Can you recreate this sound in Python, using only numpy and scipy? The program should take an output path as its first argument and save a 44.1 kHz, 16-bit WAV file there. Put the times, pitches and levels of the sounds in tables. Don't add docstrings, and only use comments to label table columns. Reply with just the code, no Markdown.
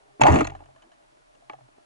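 import sys
import numpy as np
from scipy import signal
from scipy.io import wavfile
from scipy.ndimage import uniform_filter1d

SR = 44100
rng = np.random.default_rng(int(sys.argv[2]) if len(sys.argv) > 2 else 0)


def dump_mix(stems):
    frames = np.atleast_2d(stems).T
    limited = np.clip(frames, -1, 1)
    pcm = np.round(limited * 32767).astype(np.int16)
    wavfile.write(sys.argv[1], SR, pcm)


def gain_from_db(level_db):
    decades = np.asarray(level_db, float) / 20
    return 10 ** decades


N = 81585

APART = 0.5


def read(points, hz):
    f, value = np.transpose(points)
    return np.interp(np.log(hz + 1), np.log(f + 1), value)


def ports(z, lead):
    return (z * np.exp([[0.5j * lead], [-0.5j * lead]])).real


def ring(force, hz, width):
    return signal.lfilter([1], [1, -np.exp((2j * hz - width) * np.pi / SR)], force)


def hush(shape, db, patchy_db):
    frames, hz = N // 256 + 5, np.fft.rfftfreq(1024, 1 / SR)
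    real, imag, patches = rng.standard_normal((frames, 513, 3)).T
    patches = uniform_filter1d(patches, size=6, axis=0)
    patches = uniform_filter1d(patches, size=8, axis=1)
    patch_db = patchy_db * patches / patches.std() * (hz[:, None] < 1500)
    spectrum = (real + 1j * imag) * gain_from_db(read(shape, hz)[:, None] + patch_db)
    x = signal.istft(spectrum, nperseg=1024, noverlap=768)[1][:N]
    return gain_from_db(db) * x / x.std()


def water():
    # (frequency [Hz], density [dB per Hz])
    alike_shape = [(20, -34), (60, -17), (190, -12), (300, 0), (490, -8.5), (674, -4), (1190, -8.5),
                   (11000, -20)]
    # (frequency [Hz], density [dB per Hz])
    opposed_shape = [(40, -21.5), (400, -14.5), (600, -11.5), (980, -10.5), (9200, -38), (11000, -39)]
    alike = hush(alike_shape, -69, patchy_db=3.5)
    opposed = hush(opposed_shape, -65, patchy_db=1.0)
    return np.array([alike + opposed, alike - opposed])


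def sway():
    # (frequency [Hz], width [Hz], level [dB], left
    # leads right [rad], until [s])
    hums = [
        (35.2, 6.7, -76.5, 0.44, 3),
        (132, 14, -76.5, 2.1, 3),
        (610, 27, -67, 3.3, 3),
        (414, 25, -73, 1.6, 0.7),
        (787, 79, -73, 1.4, 0.22),
    ]
    out, t = np.zeros((2, N)), np.arange(N) / SR
    for hz, width, db, lead, until in hums:
        draw = rng.standard_normal((N, 3)).T
        force = draw[0] + APART * np.sin(lead) * draw[1:]
        z = ring(ring(force, hz, width), hz, 3 * width)
        fade = np.clip((until - t) / 0.022, 0, 1)
        out += gain_from_db(db) * ports(z / z.real.std(), lead) * fade
    return out


def loose_fitting():
    # (time [s], level [dB], brightness [dB per octave], length [ms])
    rattles = [(.517, -57, -2, 4.2), (.537, -56, 1, 4.3), (.548, -45.5, 1, 8), (.563, -61, 4.5, 4.4),
               (.586, -53.5, -2, 11), (.605, -50, -5, 6.7), (.636, -53.5, 0, 7.5), (.657, -58, -0.5, 10),
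               (.759, -50, -1, 6.4), (.78, -63, 1.5, 7.9), (.82, -54.5, 3.5, 9.4), (.834, -54.5, -1.5, 7.5),
               (.916, -55.5, 2.5, 7.7), (.928, -58.5, 0.5, 10), (1.349, -61.5, 4, 6.9),
               (1.513, -50, 0, 2.9), (1.523, -51.5, 0.5, 4.1), (1.551, -54, -2, 4.4)]
    # (frequency [Hz], t60 [s], level [dB], left leads right [rad])
    modes = [(675, 0.066, -1, 2.16), (1100, 0.022, -5, 1.8), (1722, 0.038, -8.5, 1.3),
             (2874, 0.0099, -9, 0.79), (4150, 0.013, -21, 1), (2250, 0.0092, -19.5, 2.2),
             (6537, .003, -20, 1.0)]
    mode_shift = 0.05
    out, t = np.zeros((2, N)), np.arange(5000) / SR
    draws = rng.standard_normal((len(rattles), len(modes), 5000))
    for (s, db, tilt_db, ms), draw in zip(rattles, draws):
        u = 1000 * t / max(ms, 1)
        burst = u * np.exp(-3 * u)
        part = out[:, round(s * SR):][:, :len(t)]
        for (hz, t60, mode_db, lead), noise in zip(modes, draw):
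            hz = hz * (1 + mode_shift * np.tanh(noise[0]))
            z = ring(ring(noise * burst, hz, 2.33 / t60), hz, 0.45 * hz)
            level = gain_from_db(db + mode_db + tilt_db * np.log2(hz / 800))
            part += level * ports(z / abs(z).max(), lead)[:, :part.shape[1]]
    return out


def panels():
    # (time [s], frequency [Hz], level [dB], t60 [s])
    strikes = [(.2145, 895, -4.5, 0.04), (.239, 830, -15, 0.036), (.253, 744, -4, 0.061),
               (.27, 828, -5.5, 0.085), (.277, 947, -10.5, 0.098), (.287, 633, -11.5, 0.055),
               (0.312, 419, -21, 0.055), (.331, 269, -16, 0.052), (.407, 287.6, -16.5, 0.082),
               (.2155, 2592, -19, 0.03), (.408, 1265, -19, 0.057), (.2355, 6200, -22, 0.014),
               (0.2152, 6850, -25.5, 0.0095), (0.445, 4170, -37, 0.039), (0.448, 7000, -42.5, 0.05),
               (.519, 804, -32, 0.047), (.55, 775, -30.5, 0.034), (.603, 827, -42.5, 0.047),
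               (1.4967, 1100, -28.5, 0.019), (1.4983, 2270, -33.5, 0.026), (1.497, 3540, -43.5, 0.0094),
               (1.502, 837, -36.5, 0.077), (1.533, 3260, -51.5, 0.014), (1.534, 2250, -46.5, 0.012),
               (1.5336, 980, -35.5, 0.018), (1.539, 750, -36, 0.049), (1.422, 688, -52.5, .09)]
    # (frequency [Hz], phase [rad])
    panel_lead = [(300, .4), (700, 2.0), (2600, 1.3), (7000, 0.73)]
    rise_cycles = 0.83
    out, t = np.zeros((2, N)), np.arange(6000) / SR
    for (s, hz, db, t60), turn in zip(strikes, rng.random(len(strikes))):
        shape = (1 - np.exp(-t * hz / rise_cycles)) * gain_from_db(db - 60 * t / t60)
        z = shape * np.exp(2j * np.pi * (hz * t + turn))
        part = out[:, round(s * SR):][:, :len(t)]
        part += ports(z, read(panel_lead, hz))[:, :part.shape[1]]
    return out


def barrel():
    # (time [s], frequency [Hz], level [dB], rise [ms], t60 [s])
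    swings = [(.21, 135.5, -18.5, 10, 0.27), (0.212, 37.4, -39, 18, 0.76), (0.289, 85.1, -14.5, 9.6, 0.38),
              (0.299, 132, -21.5, 7.5, 0.51), (0.309, 170, -19, 12, 0.24), (.37, 36.1, -27.5, 47, 0.41),
              (0.432, 84.5, -27, 106, 0.41), (0.516, 130, -41, 11, 0.383), (1.44, 132, -70.5, 18.5, .3),
              (1.518, 132, -60, 14.4, 0.97), (1.6, 123.2, -51, 14, 0.22), (.203, 72.1, -30, 8, .12)]
    # (frequency [Hz], phase [rad])
    swing_lead = [(36, 1.1), (134, 1.1)]
    wobble_depth, wobble_s = 0.45, 0.035
    out = np.zeros((2, N))
    for s, hz, db, ms, t60 in swings:
        t = np.maximum(np.arange(N) / SR - s, 0)
        draw = rng.standard_normal((N, 2)).T
        wobble = ring(ring(draw[0] + 1j * draw[1], 0, 1 / wobble_s), 0, 1 / wobble_s)
        swell = (1 - np.exp(-1000 * t / ms)) ** 2
        shape = swell * gain_from_db(db - 60 * t / t60) * (1 + wobble_depth * wobble / wobble.std())
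        out += ports(shape * np.exp(2j * np.pi * hz * t + 1j * draw[0, 0]), read(swing_lead, hz))
    return out


def colour_db(hz, tilt_db, steel_db, thud_db):
    tilt = tilt_db * np.clip(np.log2(hz / 800), 0, 2)
    return tilt + steel_db * (hz > 4500) + thud_db * (hz < 500)


def clicks(per_s, spread_db):
    when, sign, size = rng.random((N, 3)).T
    size_db = spread_db * np.minimum(-np.log(size + 1e-9), 4)
    x = (when < per_s / SR) * np.sign(sign - 0.5) * gain_from_db(size_db)
    return x / np.sqrt(np.mean(x ** 2))


def knocks(rows, hz, apart):
    knock_ms, hard_db = 2.68, 8
    scatter_db = 1.5
    out, t = np.zeros((2, N)), np.arange(512) / SR
    draws = rng.standard_normal((len(rows), 3, 513))
    for (s, db, *colour), draw in zip(rows, draws):
        hardness = 2 ** np.clip(colour[0] / hard_db, -0.5, 1)
        scrape = (draw[0, 1:] + apart * draw[1:, 1:]) * np.exp(-1000 * t / knock_ms * hardness)
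        at_mode = abs(scrape @ np.exp(2j * np.pi * hz * t)).mean() + 0.435 * np.linalg.norm(scrape[0])
        level = gain_from_db(db + colour_db(hz, *colour) + scatter_db * draw[0, 0] - 5.0)
        part = out[:, round(s * SR):][:, :512]
        part += (level * scrape / at_mode)[:, :part.shape[1]]
    return out


def housing():
    # (time [s], force [dB], brightness [dB per octave], steel [dB], thud [dB])
    impacts = [(0.196, -28.5, -6.5, 2, 5), (0.21, -12.5, -4, 19, -0.5), (0.215, -11, 6.5, -19, -2),
               (0.22, -15.5, 6, 5.5, -6), (0.235, -9.5, 6.5, -13, 1), (0.239, -8, -4.5, -4, -2),
               (0.255, -6, -6, -24, -10), (0.267, -7.5, 2, 4, -4), (0.273, -18, 2.5, 8, -13),
               (0.284, -14, 3.5, -1, 11.5), (0.311, -16, -9, -3, 11), (0.329, -13.5, -3.5, -1, 3.5),
               (0.34, -11, -2, 6.5, -2), (0.358, -12, 1, -14, -12), (0.361, -13, 0.5, -14, 7.5),
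               (0.387, -17, 2, 2.5, 2), (0.407, -17, 2, 4.5, 2), (0.412, -18, 2.5, -1, -10),
               (0.445, -39, 11, -8, 0), (0.449, -22.5, 2, 2, -10), (0.47, -34.5, 11, 3, -10),
               (0.474, -28.5, 5.5, 9.5, -1), (0.498, -39, 7, -12, 3), (0.504, -44.5, 8.5, 1.5, -15),
               (0.521, -42, -11, -1, -3), (0.55, -36.5, -3.5, 5, -25), (0.604, -47, 3, -7, 4.5),
                (0.619, -39.5, -10.5, -6, 1.5), (0.638, -52, 1.5, -14.5, -11),
                (0.657, -46, 0.5, 12.5, -4.5), (0.686, -46, -11, -5.5, -10), (0.708, -51, -5, 2, -18.5),
                (0.761, -58.5, -11, -2, 1), (0.821, -60.5, 6.5, 0.5, -15.5), (0.867, -61, 1.5, 1.5, -15),
                (0.916, -57.5, 6, -7, -11),
               (1.024, -61, 7, -12.5, -7.5), (1.17, -57.5, 3, -11, -3), (1.219, -58, 1.5, -16, -4.5),
            (1.347, -60, -8, -2, 13.5), (1.422, -56, -2, 1, -4), (1.497, -30.5, 6, -15.5, -1),
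            (1.534, -35, -1.5, 6, -6), (1.585, -46, -5.5, 0, -7.5), (1.607, -47, -5, -13.5, -6),
            (1.684, -51.5, -6.5, -6, 4.5), (1.781, -50, -7, -17, 5)]
    # (time [s], force [dB], brightness [dB per octave], steel [dB], thud [dB])
    drag_path = [
        (0.195, -52, 1, -12, 11),
        (0.217, -27.5, 8.5, 8, -1),
        (0.231, -22, 0.5, -5.5, -1),
        (0.261, -17.5, -1.5, 0.5, -4),
        (.33, -22, 1, 6.5, 6.5),
        (0.415, -31, 4, 0, 12.5),
        (0.433, -40, 5.5, 2, -1.5),
        (.52, -56, 4.5, 0, 8),
        (.74, -71, -6, 0, -7),
    ]
    # (frequency [Hz], t60 [s], level [dB], left leads right [rad])
    housing_modes = [(258.6, 0.046, -10.5, 0.44), (308.6, 0.069, -5, 0.77), (414.8, 0.046, -7, 1.7),
                     (615, .06, 3, 2.95), (684.5, 0.056, 0, 2.07), (814, 0.029, 1.5, 1.5),
                     (976, 0.039, -7.5, 1.216), (1091.4, 0.032, -6, 1.9), (1212, 0.039, -9.5, 0.63),
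                     (1385, 0.026, -2.5, 2.69), (1663, 0.027, -13.5, 1.1), (1890, 0.02, -7.5, 2),
                     (2203, 0.017, -8.5, 1.68), (2669, 0.017, -8.5, 1.6)]
    steel_modes = [(3330, .007, -15, 1.6), (4320, 0.016, -24.5, 0.38), (4800, 0.0023, -30, 9.9),
                   (6200, 0.0068, -19.5, 1.7), (6930, 0.0079, -23.5, 0.7), (6620, 0.0022, -21, 0.5),
                   (8900, 0.0072, -34, 0.91), (10420, 0.0058, -40, 0.43)]
    wander, wander_s, wander_from_hz = 0.045, 0.012, 2000
    soft = 0.83
    creak_db, creak_tilt_db = -81, 0

    t, out = np.arange(N) / SR, np.zeros((2, N))
    s, db, *colour = np.transpose(drag_path)
    force_db = np.interp(t, s, db, -150, -150)
    colour = [np.interp(t, s, c) for c in colour]
    drag = clicks(per_s=1800, spread_db=3.5)
    creak = clicks(per_s=210, spread_db=6.2)
    for hz, t60, mode_db, lead in housing_modes + steel_modes:
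        draw, apart = rng.standard_normal((N, 4)).T, APART * np.sin(lead)
        spot = 0.89 + draw[0] + apart * draw[1:3]
        drift = ring(draw[3], 0, 1 / wander_s).real
        shift_hz = hz * wander * (hz > wander_from_hz) * drift / drift.std()
        turn = np.exp(2j * np.pi * np.cumsum(shift_hz) / SR)
        rub = drag * gain_from_db(force_db - 4 - 23 + colour_db(hz, *colour))
        rub = rub + creak * gain_from_db(creak_db - 20.5 + np.log2(hz / 800) * creak_tilt_db)
        force = knocks(impacts, hz, apart) + spot * rub
        rise = 1 - np.exp(-np.pi * soft * hz / SR)
        pushed = ring(force, hz, soft * hz)
        z = rise * turn * ring(pushed / turn, hz, 2.44 / t60)
        out += gain_from_db(mode_db) * ports(z, lead)
    return out


def scene():
    return water() + sway() + loose_fitting() + panels() + barrel() + housing()


def band_limit(x):
    return signal.sosfilt(signal.butter(12, 12180, fs=SR, output="sos"), x)


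def record(dry):
    edge = signal.firwin(255, 11150, window=("kaiser", 8), fs=SR)
    overloaded = 1.34 * np.tanh(dry / 1.033)
    mix = signal.oaconvolve(overloaded, edge[None], "same")
    return band_limit(mix)


dry = scene()
out = record(dry)
dump_mix(out)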